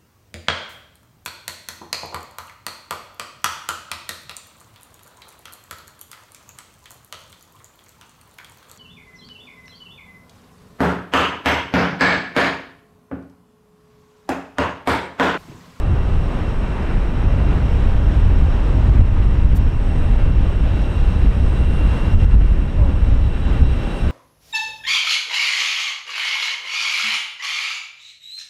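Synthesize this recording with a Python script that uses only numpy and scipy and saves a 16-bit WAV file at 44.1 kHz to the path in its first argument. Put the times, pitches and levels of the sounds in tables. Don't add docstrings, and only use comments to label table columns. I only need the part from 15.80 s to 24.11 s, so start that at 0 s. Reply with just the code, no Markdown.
import sys
import numpy as np
from scipy import signal
from scipy.fft import rfft, irfft
from scipy.io import wavfile
from scipy.ndimage import uniform_filter1d

SR = 44100
rng = np.random.default_rng(int(sys.argv[2]) if len(sys.argv) > 2 else 0)


def gain_from_decibels(decibels):
    exponent = np.asarray(decibels, float) / 20
    return 10 ** exponent


def put_to_file(sound):
    columns = np.atleast_2d(sound).T
    safe = np.clip(columns, -1, 1)
    whole_steps = np.round(safe * 32767)
    wavfile.write(sys.argv[1], SR, whole_steps.astype(np.int16))


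N = 366471

# (frequency [Hz], level [dB per Hz])
ROAR_SPECTRUM = [(110, -3), (200, -7), (320, -11), (500, -15.5), (900, -15.5), (1500, -20), (2300, -26),
                 (3300, -33.5), (4400, -45.5), (5000, -50), (7000, -50), (9000, -60), (10000, -70.5),
                 (12500, -68)]
# (level [dB], change [dB/s], share of carry [1], share of clearness [1])
ENGINE_REGIONS = [
    (-30.5, -0.33, 0.7, 0.05),
    (-37.5, -0.59, 0.66, 0.091),
    (-41.5, -0.23, 0.71, 0.05),
    (-48.5, -0.06, 1, 0.01),
    (-69, 0.05, 1, 0.95),
]
# (time [s], half length [s], low level [dB], upper level [dB])
EXHAUST_SURGES = [(0.35, 0.078, -1, -2), (1.1, 0.2, 1.5, 3.5), (1.65, 0.23, 2.0, 2), (2.9, 0.16, 1, -0.5),
                  (4.31, 0.13, 1, 1.5), (4.55, 0.14, 0, -0.2), (5.05, .1, 0.5, -0.5),
                  (6.288, 0.094, 1.5, 1.5), (6.65, 0.11, 1.5, 2.5), (7.147, 0.059, 3, 0.3),
                  (7.43, .1, 1, -0.5), (8.062, 0.23, 1.5, 0.1)]
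# (time [s], carry [dB], clearness [dB])
AIR_PATH = [(0.0, -0.5, -1), (0.62, -0.3, -0.5), (1.1, -2, 1), (1.67, 1, -1), (2.4, 0.9, -1),
            (2.94, 1.4, -3.5), (3.3, -0.9, -2), (3.9, -0.1, -3.5), (4.22, 0.5, 4), (4.55, -1.7, -2.5),
            (5.05, 3, -2), (5.6, 1.5, 1.4), (6.0, 1.6, 3.5), (6.4, 4, 0), (6.7, -3, 1), (7.45, 0.5, -2.5),
            (7.75, 1.4, 0), (8.31, 4, 0)]

OVERTONE_HZ = [2720, 5447, 5512, 5520, 8178, 8270, 8230, 10920, 12890]
# (width [Hz], level against the fan hiss or air [dB])
OVERTONE_SHAPES = [(260, -8), (50, -20), (66, -22), (520, -15), (80, -13), (80, -12.5), (510, 3),
                   (410, -9.5), (200, -15)]

# (first
# frequency [Hz], last frequency [Hz])
WHINE_PITCHES = [(2719, 2726), (2751, 2761), (3888, 3888), (3874, 3876), (9243, 9265), (9354, 9384),
                 (806, 806), (915, 919), (8723, 8726), (3652, 3652), (13852, 13852), (1001, 1001)]
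# (rms level [dB], change [dB/s])
LASTING_WHINES = [(-56.5, 0.3), (-61.5, 0.7), (-65.0, 0.2), (-69.0, 0.5), (-78.0, -0.1), (-82.5, 0.3),
                  (-50.5, -0.4), (-54.0, -1.1)]
# (rms level [dB], change [dB/s])
BRIEF_WHINES = [(-92.0, 0), (-82.0, 0), (-108.0, 0), (-75.0, 0)]
# (time [s], half length [s], lift [dB])
WHINE_FOCUS = [
    [(0.2, 0.17, 5.5), (1.5, 0.27, 3), (4.3, 0.22, 1.5), (5.4, 0.17, 1), (8.1, 0.33, 3)],
    [(0.85, 0.089, 9.0), (1.7, 0.14, 12), (5.09, 0.13, 10), (6.2, 0.3, 12.0), (7.79, 0.19, 6.0)],
    [(1.5, 0.18, 3), (6.0, 0.42, 3.5), (7.85, 0.27, 8.5)],
    [(2.07, 0.2, -2), (5.2, 0.51, 7)],
    [(5.3, 0.35, 6), (6.0, 0.18, 10), (8.2, 0.12, 16)],
    [(1.6, .25, 1), (5.94, .25, 6.0)],
    [(1.97, .3, 5.5), (5.3, 0.16, 6.0), (7.96, 0.29, 4.0)],
    [(1.0, .15, 11), (2.3, 0.62, 8.5), (4.3, 0.72, 6.5)],
    [(2.55, .3, 9)],
    [(2.3, .6, 14)],
    [(8.15, .22, 29.0)],
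    [(7.02, .08, 34)],
]
WHINE_CARRY, WHINE_CLEARNESS = 0.52, 0.32

# (multiple [1], level [dB])
CHIRP_HARMONICS = [
    (1, -1),
    (2, 0),
    (3, -11),
]
CHIRP_S, CHIRP_DB, ATTACK_S, HOLD_S, RELEASE_S = 6.96, -36.0, .025, .12, .025
SLIP_HZ, SAG_HZ, SAG_MIDDLE_S, SAG_S = 310, 72, .1, .03

# (frequency [Hz], level [dB per Hz])
WIND_SPECTRUM = [(8.8, -32), (15, 2.5), (38, -0.5), (61, 7), (85, -1.5), (140, -18), (260, -24), (340, -52),
                 (570, -120)]
# (time [s], level [dB])
MEAN_WIND = [(0.0, -15.5), (0.76, -20), (1.51, -15), (2.27, -12.5), (3.02, -11), (3.78, -12.9),
             (4.53, -11.5), (5.29, -16.5), (6.04, -13.5), (6.8, -13.5), (7.55, -16), (8.31, -19.3)]
# (time [s], half length [s], slow buffet rise [dB], quick thump rise [dB])
WIND_GUSTS = [(0.11, 0.025, -8, 8.5), (0.34, 0.057, 5.5, 3), (0.77, 0.056, 5.5, -6), (1.166, 0.03, 6, 1.7),
              (1.472, 0.017, 0, 6.5), (2.066, 0.0088, 6.5, 2), (2.5, 0.088, 3, 0), (2.654, 0.024, 0.2, 4.6),
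              (3.112, 0.077, -9, 2), (3.202, 0.011, 7, 8.3), (3.666, 0.017, 9, 4), (3.944, 0.02, 1, -2),
              (4.393, 0.14, 2, -3.6), (4.593, 0.087, -0.3, 1.5), (5.238, 0.03, 5.5, 4),
              (5.45, 0.027, 4, 9.5), (5.67, 0.056, 3.5, 4), (5.816, 0.023, 3.5, 6), (6.093, 0.03, 9, 5.5),
              (6.32, 0.017, 4.5, -9), (6.456, 0.059, -0.5, 0), (6.64, 0.061, 2.5, -1.5),
              (7.021, 0.018, -1, 7), (7.325, 0.06, 6, 5.3), (7.827, 0.051, 6, 7), (7.907, 0.014, -1, 1.5),
              (8.264, 0.022, 6, 8)]
# (time [s], half length [s], slow buffet fall [dB], quick thump fall [dB])
WIND_LULLS = [(0.01, 0.018, -2, 13), (0.54, 0.048, 0, 7.5), (0.63, 0.03, 0, -5), (0.95, 0.043, 6.9, 1),
              (1.09, 0.036, 1.5, 4), (1.31, 0.03, 0.5, 9), (1.59, 0.025, 7, -2.7), (1.82, 0.045, 18, -1),
              (2.34, 0.022, 12, 2.1), (2.8, 0.071, 2.5, 7), (3.29, 0.033, 2, 9.5), (4.03, 0.068, 1, 7),
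              (4.75, 0.03, 5, 5.5), (4.98, 0.087, 5, -0.2), (5.12, 0.038, 0.8, 2), (5.59, 0.02, 3, -4),
              (6.12, 0.041, 11, 1.5), (6.19, 0.025, 0, 13), (6.51, 0.014, 6, 1), (6.79, 0.015, -0.9, 4),
              (6.92, 0.027, 8, 15), (7.2, 0.03, 2, 0), (7.46, 0.016, -0.5, -5), (7.58, 0.032, 2, 7.5),
              (7.72, 0.033, 0, -0.5), (8.06, 0.065, -1.4, 6.5), (8.16, 0.032, 5, 17)]
BUFFET_DB, THUMP_DB, FLUTTER_DB, FLUTTER_FOLLOWS = -3, -2.5, -10.5, 0.73
# (time [s], depth [dB], recovery [s])
GAIN_DUCKS = [(3.095, 3, .04), (3.21, 4, .05), (3.29, 2, .04), (3.66, 3, .06), (3.74, 3, .04),
              (5.48, 2, .04), (7.82, 1.5, .05), (6.282, 2.5, .02), (6.347, 8, .055), (6.447, 8, .06),
              (6.553, 6, .055), (6.622, 2.5, .04)]
SLAM_SHARE, SLAM_LEAD_S, SLAM_HALF_S = 1, 0.0014, 0.018

# (time [s], click rate [1/s])
BUZZ_STRETCHES = [
    (3.7448, 925),
    (3.7536, 1182),
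    (3.7622, 914),
    (3.7710, 1172),
    (3.7795, 905),
    (3.7905, 905),
]
BUZZ_DB, BUZZ_SLOWING = -23, .0028
HISS_DB, HISS_FOLLOWS = -80, 0.9


def roar():
    levels_db = region_levels()
    edges = 125 * 2 ** np.arange(0, 6.7, 1 / 3)
    parts = bands(ROAR_SPECTRUM, edges, patchy_db=0.52, rate=3.34)
    region = np.searchsorted([600, 1200, 2600, 7000], edges[:-1] * 1.1)
    lifts_db = [2.0, 0.72, 0.77, 1.53, 0.43]
    out = np.zeros(N)
    for k, lift_db in enumerate(lifts_db):
        noise = rms_one(parts[region == k].sum(axis=0))
        out += gain_from_decibels(levels_db[k] + lift_db) * noise
    return out * gain_from_decibels(0.91 * drift(4.7))


def region_levels():
    t = np.arange(N) / SR
    carry_db, clear_db = in_time(AIR_PATH)
    low_db, upper_db = sum(np.outer(db, bump(s, half_s)) for s, half_s, *db in EXHAUST_SURGES)
    surges_db = [low_db, low_db, upper_db, 0.3 * upper_db, 0]
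    levels_db = []
    for (db, slope, carry, clear), surge_db in zip(ENGINE_REGIONS, surges_db):
        levels_db.append(db + slope * t + carry * carry_db + clear * clear_db + surge_db)
    return levels_db


def smeared_overtones():
    *_, hiss_db, air_db = region_levels()
    out = np.zeros(N)
    for hz, (width_hz, level_db) in zip(OVERTONE_HZ, OVERTONE_SHAPES):
        r = np.exp(-np.pi * width_hz / SR)
        resonance = [1, 0, -1, 1, -2 * r * np.cos(2 * np.pi * hz / SR), r * r]
        ringing = rms_one(signal.sosfilt([resonance, resonance], rng.standard_normal(N)))
        fan_db = hiss_db if hz < 7000 else air_db
        out += gain_from_decibels(level_db + fan_db + 1.55 * drift(4.7)) * ringing
    return out


def whines():
    out, t = np.zeros(N), np.arange(N) / SR
    carry_db, clear_db = in_time(AIR_PATH)
    levels = LASTING_WHINES + BRIEF_WHINES
    for (first_hz, last_hz), (db, slope), moments in zip(WHINE_PITCHES, levels, WHINE_FOCUS):
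        level_db = db + slope * t + WHINE_CARRY * carry_db + WHINE_CLEARNESS * clear_db
        level_db += sum(lift_db * bump(s, half_s) for s, half_s, lift_db in moments)
        hz = np.linspace(first_hz, last_hz, N) * (1 + .0006 * drift(6))
        twinkle_db = 2.2 * drift(12) - .8
        tone = np.sin(2 * np.pi * np.cumsum(hz) / SR)
        out += np.sqrt(2) * gain_from_decibels(level_db + twinkle_db) * tone
    return out


def tyre_chirp():
    hz, gain = chirp_shape()
    phase = 2 * np.pi * np.cumsum(hz * (1 + 0.009 * drift(36))) / SR
    tone = sum(gain_from_decibels(db) * np.sin(multiple * phase) for multiple, db in CHIRP_HARMONICS)
    return np.sqrt(2) * gain * tone


def tyre_scuff():
    band = signal.butter(2, [450, 1100], "band", fs=SR, output="sos")
    scuff = signal.sosfilt(band, rng.standard_normal(N))
    return gain_from_decibels(-6) * chirp_shape()[1] * rms_one(scuff)


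def chirp_shape():
    since = np.arange(N) / SR - CHIRP_S
    left = ATTACK_S + HOLD_S + RELEASE_S - since
    gain = np.clip(np.minimum(since / ATTACK_S, left / RELEASE_S), 0, 1)
    sag = (1 + np.tanh((since - SAG_MIDDLE_S) / SAG_S / 2)) / 2
    return SLIP_HZ - SAG_HZ * sag, gain_from_decibels(CHIRP_DB) * gain ** 2


def wind(gain):
    parts = bands(WIND_SPECTRUM, 16 * 2 ** np.arange(0, 4.1, .5), patchy_db=1.2, rate=6)
    slam_db = sum(SLAM_SHARE * depth_db * bump(s - SLAM_LEAD_S, SLAM_HALF_S)
                  for s, depth_db, _ in GAIN_DUCKS)
    slow_db, quick_db = gusting() + slam_db
    buffet = evened(rms_one(parts[:3].sum(axis=0)), span_s=0.086, share=0.79)
    thump = evened(rms_one(parts[3:5].sum(axis=0)), span_s=0.093, share=0.95)
    flutter = evened(rms_one(parts[5:].sum(axis=0)), span_s=0.13, share=0.4)
    eddies = gain_from_decibels(BUFFET_DB + slow_db) * buffet
    eddies += gain_from_decibels(THUMP_DB + quick_db) * thump
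    eddies += gain_from_decibels(FLUTTER_DB + FLUTTER_FOLLOWS * quick_db) * flutter * gain ** 0.82
    return gain_from_decibels(in_time(MEAN_WIND)[0] + 1.03 * drift(22) + 0.2) * eddies


def gusting():
    rises = sum(np.outer(db, bump(s, half_s)) for s, half_s, *db in WIND_GUSTS)
    falls = sum(np.outer(db, bump(s, half_s)) for s, half_s, *db in WIND_LULLS)
    return rises - falls


def ducking():
    t, drop_db = np.arange(N) / SR, np.zeros(N)
    for s, depth_db, recovery_s in GAIN_DUCKS:
        since = np.clip(t - s, 0, None)
        onset = 1 - np.exp(-since / .004)
        drop_db += depth_db * onset * np.exp(-(since / recovery_s) ** 3)
    return gain_from_decibels(-drop_db)


def buzz():
    out = np.zeros(N)
    start, end = BUZZ_STRETCHES[0][0], BUZZ_STRETCHES[-1][0]
    frame = np.arange(int(start * SR), int(end * SR))
    for (s, per_s), (until, _) in zip(BUZZ_STRETCHES, BUZZ_STRETCHES[1:]):
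        k = np.arange(round((until - s) * per_s))
        times = s + k / per_s * (1 + BUZZ_SLOWING * k / 2)
        swell = (1 - abs(2 * (times - start) / (end - start) - 1)) ** 1.3
        out[frame] += np.sinc(frame[:, None] - times * SR) @ swell
    return gain_from_decibels(BUZZ_DB) * signal.sosfilt(signal.butter(1, 2500, "high", fs=SR, output="sos"), out)


def hiss():
    treble = signal.butter(2, 10000, "high", fs=SR, output="sos")
    white = signal.sosfilt(treble, rng.standard_normal(N))
    return gain_from_decibels(HISS_DB + HISS_FOLLOWS * in_time(AIR_PATH)[0] + 12.0) * white


def bands(spectrum, edges, patchy_db, rate):
    hz, level_db = np.transpose(spectrum)
    white = rng.standard_normal((2, N + SR))
    out = []
    for k, (low, high) in enumerate(zip(edges, edges[1:])):
        band_filter = signal.butter(2, [low, high], "band", fs=SR, output="sos")
        band = signal.sosfilt(band_filter, white[k % 2])[SR:]
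        band_db = np.interp(np.log(low * high) / 2, np.log(hz), level_db)
        out.append(band * gain_from_decibels(band_db + patchy_db * drift(rate)))
    return np.array(out)


def evened(x, span_s, share):
    swell = np.sqrt(uniform_filter1d(x ** 2, int(span_s * SR)) + 1e-9)
    return rms_one(x / swell ** np.clip(share, 0, 1))


def drift(rate):
    r = np.exp(-80 * np.pi * rate / SR)
    slow = signal.lfilter([1], [1, -2 * r, r * r], rng.standard_normal(N // 40 + 2002))[2000:]
    return np.interp(np.arange(N) / 40, np.arange(len(slow)), rms_one(slow))


def bump(s, half_s):
    out, reach = np.zeros(N), int(4 * half_s * SR)
    k = np.arange(max(int(s * SR) - reach, 0), min(int(s * SR) + reach, N))
    out[k] = np.exp(-.5 * ((k / SR - s) / half_s) ** 2)
    return out


def in_time(rows):
    s, *columns = np.transpose(rows)
    return [np.interp(np.arange(N) / SR, s, c) for c in columns]


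def rms_one(x):
    return x / np.sqrt(np.mean(x ** 2) + 1e-20)


def scene():
    gain = ducking()
    far = roar() + smeared_overtones() + whines() + tyre_chirp()
    mix = (far + hiss()) * gain + wind(gain) + buzz() + tyre_scuff()
    return mix[None, :]


def band_limit(x):
    return signal.sosfilt(signal.butter(12, 16080, fs=SR, output="sos"), x)


def record(dry):
    spectrum = rfft(np.tanh(dry))
    spectrum[:, int(15735 * N / SR):] = 0
    return band_limit(irfft(spectrum, N))


dry = scene()
out = record(dry)
put_to_file(out)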